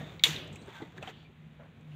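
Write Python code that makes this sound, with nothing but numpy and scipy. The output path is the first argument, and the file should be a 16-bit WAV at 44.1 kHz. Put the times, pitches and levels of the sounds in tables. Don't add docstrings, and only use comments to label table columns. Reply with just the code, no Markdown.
import sys
import numpy as np
from scipy import signal
from scipy.fft import rfft, irfft, next_fast_len
from scipy.io import wavfile
from scipy.ndimage import uniform_filter1d, map_coordinates

SR = 44100
rng = np.random.default_rng(int(sys.argv[2]) if len(sys.argv) > 2 else 0)


def invert_db(level):
    return 10 ** (np.asarray(level, dtype=float) / 20)


def pcm_store(signal):
    levels = np.round(np.clip(np.atleast_2d(signal), -1, 1) * 32767)
    wavfile.write(sys.argv[1], SR, levels.astype(np.int16).T)


N = 85995
SOUND_S = np.arange(N) / SR
BURST_S = np.arange(SR // 8) / SR


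def unit(x):
    return x / np.sqrt(np.mean(x ** 2) + 1e-20)


def along(points, hz):
    f, v = np.transpose(points)
    return np.interp(np.log(hz + 1), np.log(f + 1), v)


def curve(rows):
    return np.interp(SOUND_S, *np.transpose(rows))


def wobble(knots_per_s):
    knots = rng.standard_normal(int(N * knots_per_s / SR) + 4)
    return map_coordinates(knots, [np.arange(N) * knots_per_s / SR])


def filtered(x, response):
    size = next_fast_len(len(x) + 8192)
    return irfft(rfft(x, size) * response(np.fft.rfftfreq(size, 1 / SR)), size)[:len(x)]


def body(peaks):
    def response(f):
        total = 0
        for k, (hz, width, db) in enumerate(peaks):
            total = total + (-1) ** k * invert_db(db) * 1j * f * width / (hz * hz - f * f + 1j * f * width)
        return total
    return response


def thrice(peak):
    near = body([peak])
    return lambda f: near(f) * near(f) * near(f)


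def noise(spectrum):
    return unit(filtered(rng.standard_normal(N), lambda hz: invert_db(along(spectrum, hz))))


def add(track, start_s, sound):
    track[round(start_s * SR):][:len(sound)] += sound


SNAP_S, SNAP_DB = .2372, -7
JAW_RISE_S, CRACK_DB, CRACK_T60_S = 0.00029, -18, 0.04
SNAP_LOW_CUT_HZ = 700

# pitch_hz, level_db, t60_s
JAW_MODES = [(3462, 0, 0.022), (3653, 0.5, .016), (3820, -17.5, 0.048), (2896, -5.5, .02),
             (2199, -11.5, 0.03), (2470, -21, .03), (1856, -15, 0.045), (1213.4, -30, .02),
             (4430, -15.5, 0.035), (4843, -2, 0.0063), (5790, -4.5, 0.008), (7095, -10.5, 0.017),
             (11740, -25.5, .008)]
# delay_s, level_db, favoured_hz
NEAR_ECHOES = [(.0045, -7.5, 3900), (.0075, -7, 2500), (.0115, -18, 3600), (.015, -10.5, 2844),
               (.018, -6.5, 2200), (.0255, -24.5, 3500), (.029, -12, 2100), (.0325, -21, 3700)]


def snap():
    ring = np.zeros(len(BURST_S))
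    for hz, db, t60 in JAW_MODES:
        ring += invert_db(db - 60 * BURST_S / t60) * np.sin(2 * np.pi * hz * BURST_S)
    ring *= 1 - np.exp(-(BURST_S / JAW_RISE_S) ** 2)
    crack = invert_db(CRACK_DB - 60 * BURST_S / CRACK_T60_S) * rng.standard_normal(len(BURST_S))
    blow = filtered(ring + crack, lambda f: (1j * f / (SNAP_LOW_CUT_HZ + 1j * f)) ** 2)
    direct, echoes = np.zeros(N), np.zeros(N)
    add(direct, SNAP_S, invert_db(SNAP_DB) * blow)
    for delay, db, hz in NEAR_ECHOES:
        scatter = rng.standard_normal(60) * np.exp(-np.arange(60) / 14)
        scatter /= np.linalg.norm(scatter)
        smeared = np.convolve(blow, scatter)[:len(BURST_S)]
        echo = filtered(smeared, body([(hz, .3 * hz, 0)]))
        add(echoes, SNAP_S + delay, invert_db(SNAP_DB + db) * echo)
    return direct + echoes


# freq_hz, level_db
ROOM_COLOUR_DB = [(400, -17), (1200, -12), (2200, -8), (3500, -5.5), (4400, -12.5), (5200, -14),
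                  (7000, -6.5), (9000, -23), (14000, -24.5)]


def snap_tail():
    impulse = np.zeros(N)
    impulse[round(SNAP_S * SR)] = invert_db(15)
    wash = filtered(room(impulse), lambda f: invert_db(along(ROOM_COLOUR_DB, f)))
    return wash * (np.arange(N) > (SNAP_S + .002) * SR)


TICK_WIDE = .34
TICK_EDGE = 3

# start_s, level_db, pitch_hz, bright_db, t60_s
TICK_EVENTS = [(0.1948, -32, 3750, -27, 0.013), (0.197, -43, 2200, -25, 0.034),
               (.296, -49.5, 3200, 0, 0.011), (.3619, -32, 3530, -19, 0.028),
               (.447, -65.5, 10400, 4, 0.0086), (.476, -46, 3450, -1, 0.015),
               (0.527, -56.5, 2870, 8, 0.064), (.549, -41.5, 970, -12, 0.0095),
               (0.5566, -39, 2430, -4.5, 0.041), (.62, -63, 4030, 1.5, 0.15), (.66, -60, 4000, 8, 0.013),
               (.82, -50, 3520, -7, 0.055), (.824, -42.5, 1980, -21, 0.03), (.963, -67, 3600, -11, 0.017),
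               (0.978, -48, 3760, -16, 0.0093), (0.9805, -39.5, 1750, -27, 0.035),
               (1.0267, -35, 3730, -41.5, 0.0067), (1.0264, -38.5, 2790, -6, 0.048),
               (1.0737, -40, 3170, -14, 0.035), (1.0748, -46, 1936, -20, 0.044),
               (1.0803, -45.5, 2510, -22, 0.021), (1.087, -47, 2840, -20, .02),
               (1.0955, -61, 2860, -12, 0.015), (1.598, -58.5, 1400, -30, 0.045),
               (1.809, -66.5, 3020, 3, 0.032)]
# centre_hz, width_hz, level_db
STEEL_BANDS = [(5624, 1600, -4), (7600, 860, 2.5), (10830, 4000, -20.5), (14370, 990, -12.5)]


def ticks():
    out = np.zeros(N + SR)
    for start, db, hz, bright_db, t60 in TICK_EVENTS:
        burst = invert_db(db - 60 * BURST_S / t60) * rng.standard_normal((2, len(BURST_S)))
        burst[:, 0] = TICK_EDGE * invert_db(db)
        sheath = filtered(burst[0], thrice((hz, TICK_WIDE * hz, 6))) / 2
        steel = filtered(burst[1], body(STEEL_BANDS))
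        add(out, start, sheath + invert_db(bright_db) * steel)
    return out[:N]


KNOCK_WIDE = 1
KNOCK_OVER, KNOCK_OVER_DB = 2.9, -16.5
KNOCK_RISE_S = 0.0029
KNOCK_RING = .6

# start_s, level_db, pitch_hz, t60_s
KNOCK_EVENTS = [(.245, -41, 110, 0.077), (.282, -52, 157.6, 0.065), (.262, -38.5, 465, 0.068),
                (0.286, -38.5, 315.6, 0.047), (.617, -41, 196, 0.028), (.677, -44.5, 393, 0.086),
                (.804, -45.5, 842, 0.072), (.819, -33, 332.4, 0.054), (.8, -46, 261, 0.047),
                (.824, -46.5, 168.6, 0.078), (.822, -44, 434, 0.047), (.967, -53.5, 374.6, 0.23),
                (1.0255, -30.5, 610, 0.02), (1.032, -40, 766, 0.041), (1.074, -39.5, 754, 0.072),
                (1.082, -45.5, 441, 0.1), (1.294, -51.5, 390, 0.044), (1.596, -53, 622.4, 0.1)]


def knocks():
    out = np.zeros(N + SR)
    for start, db, hz, t60 in KNOCK_EVENTS:
        cable = body([(hz, KNOCK_WIDE * hz, 0), (KNOCK_OVER * hz, KNOCK_WIDE * hz, KNOCK_OVER_DB)])
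        puff = filtered(rng.standard_normal(len(BURST_S)), cable)
        puff = unit(filtered(puff, cable))
        ring = np.sqrt(2) * np.sin(2 * np.pi * hz * BURST_S)
        blow = KNOCK_RING * ring + (1 - KNOCK_RING) * puff
        envelope = invert_db(db - 60 * BURST_S / t60) * (1 - np.exp(-BURST_S / KNOCK_RISE_S))
        add(out, start, 2 * envelope * blow)
    return out[:N]


GRAINS_PER_S, GRAIN_SPREAD_DB = 2500, 2.5
RUB_FLUTTER_DB = .8

# time_s, level_db
RUB_PRESSURE = [(0, -49.5), (.05, -54.5), (.12, -55), (.17, -60), (.65, -63), (.69, -56), (.77, -52),
                (.82, -56), (.9, -63), (.95, -64), (.98, -51), (1.0, -65), (1.03, -54), (1.068, -53.5),
                (1.078, -50.5), (1.1, -49.5), (1.125, -64.5), (1.35, -71.5), (1.6, -71.5), (1.95, -69)]
# centre_hz, width_hz, level_db
SHEATH_BANDS = [(625, 300, -1), (1339.4, 1680, 0.5), (2500, 1585, 0.5), (3558, 470, -1), (7000, 1500, -18),
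                (12600, 4300, -30.5), (15000, 1200, -25.5)]


def rub():
    chance, size, side = rng.random((3, N))
    slip_size = invert_db(-GRAIN_SPREAD_DB * np.log(np.maximum(size, 1 / 20)))
    slips = (chance < GRAINS_PER_S / SR) * slip_size * np.sign(side - .5)
    drive = unit(slips) + 0.32 * rng.standard_normal(N)
    pressure = invert_db(curve(RUB_PRESSURE) + RUB_FLUTTER_DB * wobble(40))
    return unit(filtered(drive, body(SHEATH_BANDS))) * pressure


STROKE_RISE = .15
STROKE_GRIT_DB = 2.5

# start_s, length_s, pitch_hz, width_hz
STROKE_EVENTS = [(0, .13, 1830, 90), (0, .1, 650, 250), (.035, .11, 3600, 350), (.33, .22, 350, 250),
                 (.575, .06, 3950, 90), (.59, .07, 8150, 450), (.612, .03, 6300, 1500),
                 (.645, .05, 8550, 400), (.66, .27, 920, 110), (.672, .04, 1530, 90), (.69, .11, 3400, 800),
                 (.72, .05, 1820, 90), (.75, .075, 1545, 110), (1.028, .034, 1500, 2000),
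                 (1.072, .065, 2200, 3200), (1.11, .2, 3200, 1300), (1.15, .16, 4450, 700),
                 (1.24, .05, 2370, 60), (1.59, .13, 1300, 1500), (1.585, .1, 620, 300),
                 (1.9, .3, 2600, 1600), (.53, .08, 7700, 600), (.36, .2, 560, 200), (.52, .16, 370, 200)]
STROKE_LEVELS = [-61.5, -56.5, -57, -54.5, -66, -71.5, -68, -76, -59, -58, -60.5, -63, -52, -49, -61, -63,
                 -77, -66, -63, -57, -64, -73, -56, -59]


def strokes():
    out = np.zeros(N + SR)
    for (start, length, hz, width), db in zip(STROKE_EVENTS, STROKE_LEVELS):
        hiss, grit = rng.standard_normal((2, SR // 2))
        progress = np.clip(np.arange(SR // 2) / SR / length, 0, 1)
        swell = np.sin(np.pi / 2 * np.interp(progress, [0, STROKE_RISE, 1], [0, 1, 0]))
        lumps = invert_db(STROKE_GRIT_DB * unit(uniform_filter1d(grit, size=200)))
        song = unit(filtered(hiss * lumps, thrice((hz, width, 0))))
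        add(out, start, invert_db(db) * swell * song)
    return out[:N]


SHIFT_DB, SHIFT_LUMPS_DB = 4, 1.2

# time_s, level_db
SHIFT_LEVEL = [(0, -48), (.03, -46.5), (.06, -54.5), (.15, -53.5), (.22, -63), (.27, -53.5), (.33, -51.5),
               (.4, -51.5), (.52, -52.5), (.58, -58), (.63, -55.5), (.79, -65.5), (.83, -53.5),
               (.92, -63.5), (.98, -53.5), (1.35, -68.5), (1.84, -63.5), (1.95, -62.5)]
# freq_hz, density_db
SHIFT_SPECTRUM = [(25, -44), (60, -4), (100, 4.5), (200, -1.5), (400, -7), (700, -13), (1500, -27),
                  (3000, -92)]


def shifting():
    lumpy = noise(SHIFT_SPECTRUM) * invert_db(SHIFT_LUMPS_DB * wobble(35.39))
    return unit(lumpy) * invert_db(curve(SHIFT_LEVEL) + SHIFT_DB)


HUM_HZ, HUM_WIDE_HZ = 153, 12

# time_s, level_db
HUM_LEVEL = [(0, -43.5), (.1, -58), (.26, -57), (.3, -36), (.38, -58.5), (.51, -47), (.6, -60), (.9, -61.5),
             (1.2, -58.5), (1.5, -54.5), (1.8, -56), (1.95, -46)]
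# time_s, level_db
RUMBLE_LEVEL = [(0, -58.5), (.86, -61.5), (.93, -71), (1.0, -63), (1.5, -57), (1.95, -60.5)]
# freq_hz, density_db
RUMBLE_SPECTRUM = [(15, -65), (25, -34), (65, -6), (124, -10.5), (145, -8), (175, 0), (192, -27),
                   (221, -0.5), (330, -32.5), (430, -52.5), (730, -120)]


def fan():
    tone = 3 * np.sin(2 * np.pi * HUM_HZ * SOUND_S + .8 * wobble(10))
    fuzz = unit(filtered(rng.standard_normal(N), body([(HUM_HZ, HUM_WIDE_HZ, 0)])))
    hum = unit(tone + fuzz) * invert_db(curve(HUM_LEVEL))
    rumble = invert_db(curve(RUMBLE_LEVEL) + wobble(7.1)) * noise(RUMBLE_SPECTRUM)
    return hum + rumble


# freq_hz, density_db
AIR_SPECTRUM = [(250, -26), (330, -9.5), (420, -5), (1060, -5), (2390, -1.5), (3900, -10), (5200, -37),
                (7500, -38), (9000, -35), (15800, -31)]


def room_air():
    return noise(AIR_SPECTRUM) * invert_db(-68.5 + 0.64 * wobble(1.8))


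ROOM_DELAY_S, SMALL_ROOM_DB, KNOCK_ROOM_DB = .005, -13.5, -8

# freq_hz, t60_s
ROOM_T60 = [(300, 0.11), (1000, 0.56), (3000, 0.73), (7000, 0.29), (14000, 0.38)]


def room(x):
    hz, t, z = signal.stft(rng.standard_normal(SR * 3 // 4), SR, nperseg=256)
    decay = invert_db(-60 * t / along(ROOM_T60, hz)[:, None])
    tail = signal.istft(z * decay, SR, nperseg=256)[1]
    delayed = np.pad(x, (round(ROOM_DELAY_S * SR), 0))
    return signal.fftconvolve(delayed, tail / np.linalg.norm(tail))[:N]


def scene():
    tick, knock = ticks(), knocks()
    answer = invert_db(SMALL_ROOM_DB) * room(tick + invert_db(KNOCK_ROOM_DB) * knock)
    near = snap() + tick + knock + rub() + strokes()
    behind = snap_tail() + answer + shifting() + fan() + room_air()
    return (near + behind)[None]


def band_limit(x):
    return signal.sosfilt(signal.butter(12, 16840, fs=SR, output="sos"), x)


PORT_DIP_HZ, PORT_DIP_WIDE_HZ, PORT_DIP = 5200, 700, .4
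TOP_HZ, ABOVE_TOP_DB, END_HZ = 15600, -22, 16800


def record(dry):
    dip = body([(PORT_DIP_HZ, PORT_DIP_WIDE_HZ, 0)])

    def microphone(hz):
        limit = np.where(hz < TOP_HZ, 1, invert_db(ABOVE_TOP_DB) * (hz < END_HZ))
        return (1 - PORT_DIP * dip(hz)) * limit

    mix = filtered(dry[0], microphone)[None]
    return band_limit(mix)


dry = scene()
out = record(dry)
pcm_store(out)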